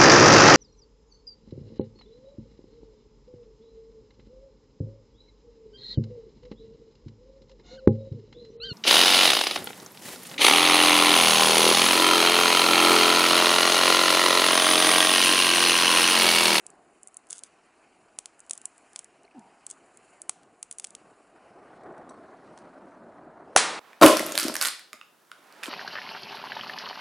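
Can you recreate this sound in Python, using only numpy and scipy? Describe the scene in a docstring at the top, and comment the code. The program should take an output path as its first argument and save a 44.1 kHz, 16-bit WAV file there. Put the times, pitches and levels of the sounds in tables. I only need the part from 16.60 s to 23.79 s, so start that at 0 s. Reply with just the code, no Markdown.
"""A gas torch burns over a brick bench in a workshop, heard from close by, alike in both channels.
The flame is shaped noise: a roar combed by its echo off the bench, a rush of hot gas and the hiss of the jet.
It burbles once (a sinking tone in a puff of noise), then roars louder as the torch is lifted and swung.
Hot metal snaps and spatters in short clicks, and loose fittings ring as dying sines.
Near the end comes one overloading pop: a noise burst with the ring of the pipe, over the roar."""
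import sys
import numpy as np
from scipy import signal
from scipy.fft import rfft, irfft
from scipy.io import wavfile
from scipy.ndimage import uniform_filter1d

SR = 44100
rng = np.random.default_rng(int(sys.argv[2]) if len(sys.argv) > 2 else 0)


def wrap_up_sound(samples):
    """Save the sound to the file named by the first command line argument, as 16-bit audio."""
    columns = np.atleast_2d(samples).T
    # keep every value between -1 and 1, then stretch to whole-number steps
    tamed = np.clip(columns, -1, 1)
    steps = np.round(tamed * 32767).astype(np.int16)
    wavfile.write(sys.argv[1], SR, steps)


N = 317255  # length in samples


def gain_of(db):
    """Turns decibels into a factor."""
    return 10 ** (np.asarray(db) / 20)


def evened(x):
    """Scales a sound to an rms of 1."""
    return x / np.sqrt(np.mean(x ** 2) + 1e-20)


def smooth_noise(count, size):
    """Slow random drift with an rms of 1, averaged over size values."""
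    return evened(uniform_filter1d(rng.standard_normal(count), size=size))


def read(points, hz):
    """Reads a spectrum table on a log-frequency axis."""
    f, value = np.transpose(points)
    return np.interp(np.log(hz + 1), np.log(f + 1), value)


def along(table, t):
    """Reads the columns of a time curve at times t."""
    s, *columns = np.transpose(table)
    return [np.interp(t, s, column) for column in columns]


def add(mix, s, sound):
    """Mixes a sound in from time s."""
    part = mix[round(s * SR):][:len(sound)]
    part += sound[:len(part)]


def coloured(x, points):
    """Filters x by a spectrum table without delay."""
    hz = np.fft.rfftfreq(len(x), 1 / SR)
    return irfft(rfft(x) * gain_of(read(points, hz)), len(x))


def rung(modes, t):
    """Adds up dying sines, as struck metal rings."""
    return sum(gain_of(db - 60 * t / t60) * np.sin(2 * np.pi * hz * t) for hz, db, t60 in modes)


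def swell(t, db, rise, fade_db_per_s):
    """Rises smoothly, then fades steadily in dB."""
    fade = gain_of(db - fade_db_per_s * np.maximum(t - rise, 0))
    return np.sin(np.pi / 2 * np.minimum(t / rise, 1)) ** 2 * fade


RUMBLE_DB, RUMBLE_PER_ROAR = -34.5, 0.59  # the deep rumble grows with the roar (dB, dB per dB)


def background():
    """A steady faint hiss with a thin fuzzy whine in it, and a little deep rumble."""
    hiss_colour = [(2000, -29.5), (3500, -3), (4200, -1), (4350, 1.5), (4500, -12), (10000, -5.5)]
    hiss = evened(coloured(rng.standard_normal(N), hiss_colour))
    rumble_colour = [(12, -12), (25, -4.9), (50, -14), (100, -28), (300, -70)]
    rumble = evened(coloured(rng.standard_normal(N), rumble_colour))
    roar_db = along(FLAME_LEVELS, np.arange(N) / SR)[0]
    return gain_of(-81) * hiss + gain_of(RUMBLE_DB + RUMBLE_PER_ROAR * roar_db) * rumble


# First echoes off the walls: t/s, relative level/dB
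WALL_ECHOES = [(.0104, -22), (.0118, -13), (.0130, -19), (.0148, -15), (.0156, -18), (.0195, -20)]
# How long the room rings in each band: f/Hz, nominal time to fall 60 dB/s (scaled for two decays below)
ROOM_DECAY = [(200, 1), (700, 1), (1500, 0.58), (3000, 0.42), (6000, 0.23), (10000, 0.16)]


def workshop():
    """First wall echoes, then sparse taps of random sign, each band dying at its own speed."""
    taps = np.zeros(SR // 2)
    at = np.arange(0, len(taps) - 4, 4)
    taps[at + rng.integers(0, 4, len(at))] = rng.choice([-1., 1.], len(at))
    hz, t, z = signal.stft(taps, SR, nperseg=256)
    fall_db = -60 * t / read(ROOM_DECAY, hz)[:, None]
    decay = gain_of(1.45 * fall_db) + gain_of(-5.5 + 0.4 * fall_db)  # quick near the bench, slower from far walls
    tail = signal.istft(z * decay, SR, nperseg=256)[1]
    lag = np.arange(len(tail)) / SR
    tail *= gain_of(-17.5) * np.clip((lag - .002) / 0.0088, 0, 1)  # builds up as echoes gather
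    for s, db in WALL_ECHOES:
        # rough walls smear each echo
        add(tail, s, gain_of(db - 60 * lag[:200] / 0.0037) * rng.standard_normal(200))
    return tail


# Faint pitched ticks before the burble: t/s, f/Hz, level/dB
FAINT_PIPS = [(2.65, 4420, -55), (2.678, 2330, -53), (2.711, 2600, -53)]


def pips():
    """A few milliseconds of a slightly falling tone for each faint tick."""
    out, t = np.zeros(N), np.arange(200) / SR
    for s, hz, db in FAINT_PIPS:
        tone = np.sin(2 * np.pi * hz * t * (1 - 8 * t))
        add(out, s, gain_of(db) * tone * np.hanning(len(t)))
    return out


# Spells of fine crackle: start t/s, end t/s, relative level/dB
CRACKLE_SPELLS = [(0.427, 0.482, -74), (0.695, 0.815, -51.5), (0.833, 0.886, -53), (1.924, 1.984, -56),
                  (2.35, 2.448, -63), (3.088, 3.152, -53.5), (4.11, 4.16, -58), (4.186, 4.32, -60)]


def sputter():
    """Many tiny clicks of uneven size while the metal spits."""
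    t = np.arange(N) / SR
    active = np.zeros(N)
    for start, end, db in CRACKLE_SPELLS:
        ramps = np.minimum(4.5 * (t - start), (end - t) / 2) / 0.022  # quick rise, slower fall
        active += gain_of(db) * np.clip(ramps, 0, 1)
    hits = rng.random(N) < 900 / SR  # about 900 clicks per second
    clicks = hits * gain_of(2.6 * np.minimum(rng.exponential(1, N), 4)) * active
    grain = rng.standard_normal(200) * gain_of(-60 * t[:200] / 0.006)
    crackle = signal.oaconvolve(clicks, grain)[:N]
    return coloured(crackle, [(1200, -3), (3200, 0), (7000, -1.2), (11000, 10.0)])


# Knocks of small metal fittings: t/s, relative ring level/dB, relative tick level/dB
KNOCKS = [(5.236, -75, -52), (5.323, -78, -60), (5.381, -75, -48), (5.4932, -52, -44), (5.9768, -61, -35),
          (5.9885, -69, -42), (6.311, -85, -60)]
# Ringing tones of a fitting: f/Hz, relative level/dB, time to fall 60 dB/s
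FITTING_TONES = [(3860, -5.5, .05), (4400, -17.5, 0.34), (5920, -3.5, 0.1), (7880, 0.5, 0.057),
                 (8300, -13.5, 0.24), (9270, -8.5, 0.14)]


def clink(ring_db, tick_db, noise):
    """A tick and the rattly ring of a small loose fitting."""
    t = np.arange(len(noise)) / SR
    tick = np.sinc(t * SR - 40) + noise * gain_of(-12.0 - 60 * t / 0.015)
    tick = coloured(tick, [(500, -20), (1400, 8.0), (3000, -1.5), (10000, 1.0)])
    rattle = .7 + .9 * evened(uniform_filter1d(noise, size=140))
    ring = rung(FITTING_TONES, t) * rattle * np.minimum(t / 0.0022, 1)
    return gain_of(ring_db) * ring + gain_of(tick_db + 5.5) * tick


# Full-bodied and strong snaps reach down to 0.6-2 kHz: base dB, dB per dB of body, dB per dB of strength
LOW_DB, LOW_PER_BODY, LOW_PER_PEAK = 5.5, 1.16, 0.51
# Snaps of hot metal: t/s, relative level/dB, body (2.5-6 kHz) level against the treble/dB
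METAL_SNAPS = [(0.066, -17, -15.5), (0.103, -26.5, -27), (0.4326, -21.5, -28), (0.4737, -18.5, -23),
               (0.4835, -27, -32), (0.544, -25.5, -32), (0.5699, -16, -22.5), (0.67, -37, -13),
               (0.6893, -39, -18), (0.703, -22, -14), (0.707, -10, -19), (0.719, -23, -12),
               (0.7294, -10.5, -10), (0.7552, -29, -12), (0.7719, -33, -17), (0.782, -20.5, -16),
               (0.7916, -23, -12), (0.8365, -16.5, -9), (1.5882, -7.5, -10), (1.658, -15.5, -6),
               (1.794, -31, -22), (1.8041, -22.5, -21), (1.8649, -38, -16), (1.897, -17.5, -11),
               (1.9101, -4, -13), (1.9336, -10.5, -16), (1.954, -28, -17), (1.9777, -16.5, -18),
               (2.0163, -25.5, -14), (2.0559, -8, -19), (2.1803, -30.5, -14), (2.333, -31, -12),
               (2.3608, -12.5, -5), (2.392, -12.5, -10), (2.4447, -22.5, -18), (2.634, -40, -10),
               (2.7946, -35.5, -9), (3.0666, -14.5, -14.5), (3.102, -17, -16.5), (3.108, -25, -12),
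               (3.112, -12, -16), (3.3733, -28, -18), (3.6185, -13, -22), (3.695, -1.5, -9.5),
               (3.8334, -42, -2), (4.029, -10, -12), (4.1129, -12.5, -13), (4.126, -17.5, -19),
               (4.1854, -13, -17), (4.1983, -13.5, -9), (4.244, -11.5, -6), (4.2478, -15.5, -8),
               (4.2706, -24.5, -16), (4.3065, -27.5, -12), (4.3512, -17.5, -6.5)]


def snap(db, middle_db, noise):
    """One sharp click, and apart from it the bounce off the plate and brief scatter among the bricks."""
    t = np.arange(len(noise)) / SR - .004  # the click falls at zero
    low_db = LOW_DB + LOW_PER_BODY * middle_db + LOW_PER_PEAK * db
    colour = [(350, low_db - 12.0), (750, low_db), (1700, low_db - 7.0),
              (2700, middle_db), (5000, middle_db + 0.5), (7200, 1.17), (11000, 1.0)]
    click = np.sinc(t * SR)
    bounce = gain_of(-12) * np.sinc((t - .0009) * SR)
    scatter = bounce + (t > 0) * gain_of(-21 - 60 * t / .014) * noise
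    soft = gain_of(db + 5.5) * signal.windows.tukey(len(t), .3)
    return soft * coloured(click, colour), soft * coloured(scatter, colour)


POP_S = 6.9626
# Ring of the torch pipe as the flame snaps back: f/Hz, relative level/dB, time to fall 60 dB/s before choking
PIPE_RING = [(769, 1, 0.062), (1447, 0.5, 0.014), (1826, 6.5, 0.0057), (2660, -5.5, 0.024)]


def pop():
    """A burst of crackling pressure over about three swings of the pipe, quickly choked."""
    t = np.arange(4096) / SR - .01  # the pop starts at zero
    burst = rng.standard_normal(len(t)) * gain_of(2.5 - 60 * abs(t) / 0.017)
    burst = coloured(burst, [(1500, -12), (4500, -10), (6000, 7.0), (7500, -10), (9500, 3.6)])
    choked = np.exp(-abs(t / .0035) ** 4) + .13
    both = (t > 0) * (burst * np.minimum(choked, 1) + rung(PIPE_RING, abs(t)) * choked)
    return coloured(both, [(60, -3), (250, -0.5), (550, 3.0), (600, 0.0)])


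# Spectrum of the pop's crack: f/Hz, relative level/dB
CRACK_COLOUR = [(88, -64), (150, -19), (356, -15.5), (388, -15), (432, -12), (772, -10), (921, -7.5),
                (1330, -5), (3110, -9), (3900, -7), (10100, -4.5), (13100, -36), (22000, -120)]


def crack():
    """The pop as the walls hear it: one hard front."""
    front = np.zeros(N)
    front[round(POP_S * SR)] = 1
    return coloured(front, CRACK_COLOUR)


BURBLE_S, BURBLE_LENGTH_S = 2.735, 0.27
GLIDE_FROM_HZ, GLIDE_TO_HZ, GLIDE_S = 380, 125, 0.06  # the pitch sinks quickly, then levels out
PUFF_DB, PUFF_RISE_S, PUFF_FADE_DB_PER_S = -56.5, 0.016, 45
TONE_DB, TONE_RISE_S, TONE_FADE_DB_PER_S, TONE_WOBBLE_DB = -48, .04, 380, 3.5


def burble():
    """A soft tone that slides down under a hollow puff of noise."""
    t = np.arange(0, BURBLE_LENGTH_S, 1 / SR)
    hz = GLIDE_TO_HZ + (GLIDE_FROM_HZ - GLIDE_TO_HZ) * np.exp(-t / GLIDE_S)
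    wobble = gain_of(TONE_WOBBLE_DB * smooth_noise(len(t), 500))
    tone = np.sqrt(2) * wobble * np.sin(2 * np.pi * np.cumsum(hz) / SR)
    tone *= swell(t, TONE_DB, TONE_RISE_S, TONE_FADE_DB_PER_S)
    puff_colour = [(560, -22), (740, 1), (950, 1.0), (1120, -32), (1350, -12), (1700, -43)]
    puff = evened(coloured(rng.standard_normal(len(t)), puff_colour))
    puff *= swell(t, PUFF_DB, PUFF_RISE_S, PUFF_FADE_DB_PER_S)
    return (tone + puff) * signal.windows.tukey(len(t), .1)


# The swung flame flaps: typical pace, time to each flap's peak, level against the roar, spread in level
FLAPS_PER_S, FLAP_S, FLAP_DB, FLAP_SPREAD_DB = 24, .006, -6, 1.8


def flutter():
    """Short puffs of the roar in an uneven beat, fading in as the flame burns more strongly."""
    t = np.arange(N) / SR
    roar_db = along(FLAME_LEVELS, t)[0]
    strong = np.clip((roar_db + 60) / 4.1, 0, 1)
    pace = FLAPS_PER_S * gain_of(4.5 * smooth_noise(N, 2000))
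    beats = np.diff(np.floor(np.cumsum(pace) / SR), prepend=0)  # one flap at each whole count
    flaps = beats * gain_of(FLAP_SPREAD_DB * rng.standard_normal(N))
    age = t[:4096] / FLAP_S
    shape = signal.oaconvolve(flaps, age * np.exp(1 - age))[:N]
    puff_colour = [(150, -31.5), (400, 4.0), (1200, 4.5), (1900, -4.5), (2600, -19), (4000, -33)]
    puff = evened(coloured(rng.standard_normal(N), puff_colour))
    return gain_of(roar_db + FLAP_DB) * strong * shape * puff


def turbulence(shape, patchy_db, flicker_db):
    """Random short-time spectra with drifting patches and a flicker shared by all bands."""
    bins, frames = shape.shape
    a, b, patches = rng.standard_normal((frames, bins, 3)).T
    patches = uniform_filter1d(patches, size=6, axis=0)
    patches = evened(uniform_filter1d(patches, size=16, axis=1))
    flicker = smooth_noise(frames, 5)
    z = shape * (a + 1j * b) * gain_of(patchy_db * patches + flicker_db * flicker)
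    return evened(signal.istft(z, nperseg=512, noverlap=384)[1][:N])


FREE_FROM_DB, FREE_OVER_DB = -52.5, 4  # roar level where the flame starts to stand in free air, and the blend range
# Strength of the flame: t/s, roar level/dB, rush level/dB, gas jet hiss level/dB
FLAME_LEVELS = [(0.0, -64, -66, -64), (0.15, -58, -69.5, -73), (0.39, -65.5, -68.5, -68.5),
                (1.1, -64, -65.5, -74), (1.6, -64, -67.5, -69.5), (2.35, -63.5, -64.5, -64.5),
                (2.7, -62.5, -68.5, -79), (2.9, -62, -65.5, -71), (3.55, -61, -65.5, -64),
                (3.75, -62, -70.5, -74.5), (4.1, -64, -70.5, -69.5), (4.36, -60, -65.5, -68.5),
                (4.5, -56.5, -67, -70), (4.66, -61.5, -68.5, -70), (4.86, -55.5, -65.5, -84),
                (5.15, -51.5, -67.5, -87), (5.28, -46, -79.5, -80), (5.43, -46.5, -78, -77),
                (5.64, -50.5, -69.5, -79), (5.9, -51.5, -66, -82), (6.45, -50.5, -74.5, -81),
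                (6.8, -49, -80.5, -83.5), (6.94, -52, -67, -85)]
# The bench echo's comb slides as the torch is swung away and back: t/s, second crest f/Hz
BENCH_CREST = [(0, 748), (5.45, 750), (5.85, 668), (5.95, 583), (6.55, 612), (6.8, 685)]
# Spectrum of turbulent burning: f/Hz, relative level/dB
ROAR_COLOUR = [(40, -21), (90, -16.5), (176, -1.5), (293, -1.5), (456, -3), (695, 0.07), (907, -6.5),
               (1510, -11.5), (2870, -35.5), (5000, -47.5), (8000, -80.5)]
# Spectrum of hot gas spreading over the work: f/Hz, relative level/dB
RUSH_COLOUR = [(530, -29), (900, 0.5), (1520, -2), (1980, -5.5), (2450, -3.5), (3060, -8), (3390, -21),
               (4410, -14.5), (6280, -18.5), (7090, -19.5), (10100, -16.5), (13100, -47), (22000, -120)]
# Spectrum of the same gas when the flame roars in free air: f/Hz, relative level/dB
FREE_RUSH_COLOUR = [(1180, -27), (2000, -8), (2260, -7.5), (2750, -12), (4240, -9), (7250, -17.5),
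                    (10100, -19), (13100, -45), (22000, -120)]
# Spectrum of gas leaving the tip: f/Hz, relative level/dB
JET_COLOUR = [(4500, -47), (6200, -10.5), (7000, 4.5), (8200, -1.5), (10400, 0)]


def flame():
    """Roar combed by its echo off the bench, which shifts as the torch moves; rush of hot gas; thin jet hiss."""
    hz = np.fft.rfftfreq(512, 1 / SR)[:, None]
    frame_s = np.arange(N // 128 + 5) * 128 / SR
    delay = 2 / along(BENCH_CREST, frame_s)[0]
    comb = abs(1 + .5 * np.exp(-hz / 2500) * np.exp(2j * np.pi * hz * delay))
    roar = turbulence(gain_of(read(ROAR_COLOUR, hz)) * comb, patchy_db=1.4, flicker_db=1.5)

    free = np.clip((along(FLAME_LEVELS, frame_s)[0] - FREE_FROM_DB) / FREE_OVER_DB, 0, 1)
    over_work = evened(gain_of(read(RUSH_COLOUR, hz)))
    in_free_air = gain_of(-1.0) * evened(gain_of(read(FREE_RUSH_COLOUR, hz)))
    rush = turbulence((1 - free) * over_work + free * in_free_air, patchy_db=1.9, flicker_db=1.5)

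    steady = np.ones(len(frame_s))
    jet = turbulence(gain_of(read(JET_COLOUR, hz)) * steady, patchy_db=.6, flicker_db=2.0)
    levels = gain_of(along(FLAME_LEVELS, np.arange(N) / SR))
    return (levels * [roar, rush, jet]).sum(axis=0)


def scene():
    """Mixes the near sounds, and adds the room's answer to the snaps and the pop."""
    clicks, near = np.zeros((2, N))
    for s, *levels in METAL_SNAPS:
        click, scatter = snap(*levels, rng.standard_normal(1024))
        add(clicks, s - .004, click)
        add(near, s - .004, scatter)
    for s, *levels in KNOCKS:
        add(near, s - .001, clink(*levels, rng.standard_normal(8192)))
    add(near, BURBLE_S, burble())
    add(near, POP_S - .01, pop())
    sent = gain_of(-30.0) * clicks + gain_of(15) * crack()
    room = signal.oaconvolve(sent, workshop())[:N]
    mono = background() + room + pips() + sputter() + clicks + near + flutter() + flame()
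    return np.array([mono, mono])


EDGE_HZ = 10300  # top of the band


def record(dry):
    """The input stage clips the loudest peaks and passes little deep bass; then the band limit."""
    clipped = np.clip(dry, -.92, .92)
    thinned = signal.lfilter(*signal.butter(2, 90, "high", fs=SR), clipped)
    band_limit = signal.firwin(1023, EDGE_HZ, window=("kaiser", 9), fs=SR)
    return signal.oaconvolve(thinned, band_limit[None], "same")


dry = scene()
out = record(dry)
wrap_up_sound(out)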